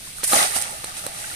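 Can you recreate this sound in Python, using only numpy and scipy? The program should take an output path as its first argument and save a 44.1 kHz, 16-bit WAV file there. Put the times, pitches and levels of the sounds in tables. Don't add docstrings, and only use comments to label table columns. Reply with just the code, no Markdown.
import sys
import numpy as np
from scipy import signal
from scipy.io import wavfile
from scipy.ndimage import uniform_filter1d

SR = 44100
rng = np.random.default_rng(int(sys.argv[2]) if len(sys.argv) > 2 else 0)


def store_pcm(level_fs):
    pcm = np.round(np.clip(level_fs, -1, 1) * 32767).astype(np.int16)
    wavfile.write(sys.argv[1], SR, np.atleast_2d(pcm).T)


N = 59535
LAG_S, LAG_SPREAD_S = 0.00039, 0.00011
BUBBLE_PAN_DB = 1.5


def slaps():
    # t/s, relative level/dB, air pocket f/Hz, t60/s
    hits = [(0.2343, -15.5, 530, 0.021), (.3335, -4, 777, 0.044), (0.337, -9, 553, 0.006),
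            (.566, -27, 580, 0.02), (0.8432, -17, 580, 0.0082), (1.0655, -16, 577, 0.038)]
    crack_s, cane_hz, cane_t60_s = 0.00027, 4150, 0.02
    out = np.zeros((2, N))
    for s, db, hz, t60_s in hits:
        air = bubble(hz, t60_s)
        t = np.arange(len(air)) / SR
        crack = (1 - t / crack_s) * np.exp(-t / crack_s)
        cane = np.sin(2 * np.pi * cane_hz * t) * decay(t, cane_t60_s)
        add(out, s, amp(db) * (amp(2.5) * crack + amp(-9.5) * air + amp(-11.5) * cane))
    return out


def churn():
    # f/Hz, gain/dB
    spectrum = [(60, -29), (130, -2.5), (230, -10.5), (400, -9.5), (560, -5), (740, 3), (880, 2),
                (1030, -7), (1270, 3), (1650, -14.5), (3000, -27), (8000, -58)]
    water = bubbles(201.8, 1820, per_s=2200, sizes=22)
    water += amp(-2) * unit_rms(impacts(per_s=1200, spread_db=3))
    return amp(1) * pan(BUBBLE_PAN_DB) * follow(colour(water, spectrum), "churn")


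def plops():
    # t/s, relative level/dB, f/Hz, t60/s
    large_bubbles = [(.072, -36, 1020, 0.025), (.184, -26, 1400, 0.02), (.206, -32.5, 1260, 0.039),
                     (.322, -17, 1202, 0.1), (.354, -14.5, 630, 0.063), (.363, -17, 228, 0.02),
                     (.366, -9, 633, 0.022), (.418, -18.5, 673, .05), (.561, -28, 218, 0.035),
                     (.564, -15, 755, 0.021), (1.242, -23, 1514, 0.034), (1.302, -34, 1840, 0.033),
                     (1.314, -30, 1380, 0.05)]
    out = np.zeros((2, N))
    for s, db, hz, t60_s in large_bubbles:
        ring = amp(db) * bubble(hz, t60_s)
        add(out[:1], s + LAG_S / 2, ring)
        add(out[1:], s, ring)
    return out * pan(BUBBLE_PAN_DB)


def patter():
    # f/Hz, gain/dB
    spectrum = [(300, -27), (1000, -12.5), (1500, 0), (2200, 1.5), (3100, -2.5), (4400, -1.5), (6500, -4),
                (9000, -23.5), (15000, -32)]
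    ticks = unit_rms(impacts(per_s=3600, spread_db=2))
    rings = amp(-9.5) * bubbles(1431, 7250, per_s=760, sizes=18)
    return amp(-2) * pan(1.34) * follow(colour(ticks + rings, spectrum), "patter")


def spray():
    # f/Hz, gain/dB
    spectrum = [(1000, -39.5), (4000, -9.5), (6500, -4), (8000, -2.5), (10000, -0.5), (11500, -3.5),
                (13000, -6.5), (15000, -11)]
    # t/s, relative level/dB, time constant/s
    sheets = [(.238, -11, 0.0026), (0.2406, -12.5, 0.0058), (0.5642, -33, 0.0023), (0.6153, -12, 0.0012),
              (0.6226, -13, 0.0019), (0.8452, -17, .002), (1.0654, -14.5, 0.0017)]
    # t/s, pan offset/dB
    landing_side = [(0.0, 1), (0.258, -4), (0.274, -0.5), (0.518, -6.5), (0.552, -10.5), (0.774, -3.5),
                    (0.992, -4.5), (1.03, 1), (1.056, -5.5), (1.35, -2)]
    drops = unit_rms(impacts(per_s=5100, spread_db=2.5))
    mist = amp(-0.5) * rng.standard_normal((2, N))
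    rings = amp(-8.5) * bubbles(5030, 13050, per_s=550, sizes=14)
    fizz = follow(colour(drops + mist + rings, spectrum), "spray")
    t = np.arange(0, 0.03, 1 / SR)
    for s, db, tau_s in sheets:
        add(fizz, s, amp(db) * np.exp(-t / tau_s) * noise(spectrum, samples=len(t)))
    pan_db = 5.5 + np.interp(np.arange(N) / SR, *np.transpose(landing_side))
    return amp(-6.5) * pan(pan_db) * fizz


def bubble(hz, t60_s):
    rise, attack_s = 0.22, 0.00073
    t = np.arange(0, t60_s, 1 / SR)
    cycles = np.cumsum(hz * (1 + rise * t / t60_s)) / SR
    return np.sin(2 * np.pi * cycles) * decay(t, t60_s) * (1 - np.exp(-t / attack_s))


def bubbles(low_hz, high_hz, per_s, sizes):
    t60_cycles = 36.6
    out = np.zeros((2, N))
    for hz in np.geomspace(low_hz, high_hz, sizes):
        ring = bubble(hz * rng.uniform(0.96, 1.04), t60_cycles / hz)
        onsets = impacts(per_s / sizes, spread_db=3)
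        out += hz * signal.oaconvolve(onsets, ring[None], axes=1)[:, :N]
    return unit_rms(out)


def impacts(per_s, spread_db):
    pan_spread = 0.35
    chance, size, sign = rng.random(N), rng.exponential(1, N), rng.choice([-1, 1], N)
    side, late = rng.standard_normal((2, N))
    at = np.flatnonzero(chance < per_s / SR)
    height = sign[at] * amp(spread_db * np.minimum(size[at], 4.5))
    lag = np.round((LAG_S + LAG_SPREAD_S * late[at]) * SR).astype(int)
    out = np.zeros((2, N))
    np.add.at(out[0], (at + lag) % N, height * np.exp(pan_spread * side[at]))
    out[1, at] = height * np.exp(-pan_spread * side[at])
    return out


def follow(x, layer):
    # t/s, relative level/dB of churn, patter, spray
    stirring = [(0, -54, -46.5, -39), (0.07, -57.5, -42.5, -35), (0.15, -62, -46.5, -38.5),
                (0.185, -51, -46, -31), (0.227, -50.5, -38, -37.5), (0.246, -37, -26.5, -18),
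                (0.259, -68, -33.5, -26), (0.278, -43, -38.5, -16.5), (0.304, -41, -25.5, -18.5),
                (0.324, -26.5, -26, -15.5), (0.333, -21.5, -23, -14), (0.365, -23.5, -18.5, -14),
                (0.405, -25, -19.5, -17.5), (0.427, -24.5, -19.5, -16), (0.456, -30.5, -23, -21.5),
                (0.49, -40, -30, -24.5), (0.538, -37.5, -30.5, -26), (0.565, -33.5, -24.5, -18),
                (0.595, -35.5, -33, -26), (0.626, -40, -30.5, -26.5), (0.66, -39.5, -33, -32.5),
                (0.72, -39, -39.5, -31.5), (0.81, -48.5, -41, -36), (0.89, -41.5, -36, -34),
                (0.93, -47.5, -41, -38), (0.98, -44, -34.5, -29), (1.02, -47, -41, -33.5),
                (1.05, -37.5, -38, -32), (1.12, -45, -40, -37), (1.19, -44.5, -36.5, -31),
                (1.35, -45, -37, -31.5)]
    times_s, *levels_db = np.transpose(stirring)
    layer_db = levels_db[["churn", "patter", "spray"].index(layer)]
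    power = uniform_filter1d(uniform_filter1d((x ** 2).mean(0), size=900), size=600)
    return x / np.sqrt(abs(power) + 1e-20) * amp(np.interp(np.arange(N) / SR, times_s, layer_db))


def reflections(x):
    echo_s, echo_cutoff_hz = 0.001482, 3370
    n = np.arange(N)
    dull = signal.lfilter(*signal.butter(1, echo_cutoff_hz, fs=SR), x)
    echo = np.array([np.interp(n - echo_s * SR, n, side) for side in dull])
    t = np.arange(4000) / SR
    taps = rng.standard_normal((2, len(t))) * decay(t, t60_s=0.092)
    taps *= rng.random(taps.shape) < 0.03
    taps /= np.linalg.norm(taps, axis=1, keepdims=True)
    scatter = signal.fftconvolve(x, taps, axes=1)[:, :N]
    return x + amp(-14) * echo + amp(-10) * scatter


def outdoors():
    # f/Hz, gain/dB
    rumble = [(15, -4), (35, -10.5), (70, -1), (160, -3.5), (260, -12.5), (600, -18), (2000, -34)]
    buffet = [(15, -7), (35, -4.5), (60, -10), (100, -23), (300, -57)]
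    hiss = [(200, -12), (500, -5), (1000, -2), (4000, 10), (9000, -5), (13000, -3), (15000, -4.5)]
    return (amp(-49.5) * noise(rumble, channels=1)
            + amp(-55) * pan(-3) * noise(buffet)
            + amp(-44) * noise(hiss))


def port(x, hz, width_hz, db):
    return x + amp(db) * signal.lfilter(*signal.iirpeak(hz, hz / width_hz, SR), x)


def amp(db):
    return 10 ** (np.asarray(db) / 20)


def decay(t, t60_s):
    return np.exp(-np.log(1000) * t / t60_s)


def unit_rms(x):
    return x / np.sqrt(np.mean(x ** 2) + 1e-20)


def pan(db):
    return amp(np.array([[0.5], [-0.5]]) * db)


def add(mix, s, sound):
    part = mix[:, max(round(s * SR), 0):][:, :sound.shape[-1]]
    part += sound[..., :part.shape[1]]


def colour(x, spectrum):
    hz, db = np.transpose(spectrum)
    bins_hz = abs(np.fft.fftfreq(4096, 1 / SR)) + 1
    log_gain = np.log(amp(np.interp(np.log(bins_hz), np.log(hz), db)))
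    taps = np.fft.ifft(np.exp(np.conj(signal.hilbert(log_gain)))).real[:2048]
    return signal.fftconvolve(x, taps[None], axes=1)[:, :x.shape[1]]


def noise(spectrum, channels=2, samples=N):
    return unit_rms(colour(rng.standard_normal((channels, samples)), spectrum))


def scene():
    return slaps() + reflections(churn() + patter() + spray()) + plops() + outdoors()


def record(dry):
    cutoff_hz = 14950
    left = port(dry[0], hz=10200, width_hz=1500, db=-11.5)
    right = port(dry[1], hz=8967, width_hz=710, db=12.5)
    taps = signal.firwin(511, cutoff_hz, window=("kaiser", 9), fs=SR)
    return signal.oaconvolve(np.array([left, right]), taps[None], "same")


dry = scene()
out = record(dry)
store_pcm(out)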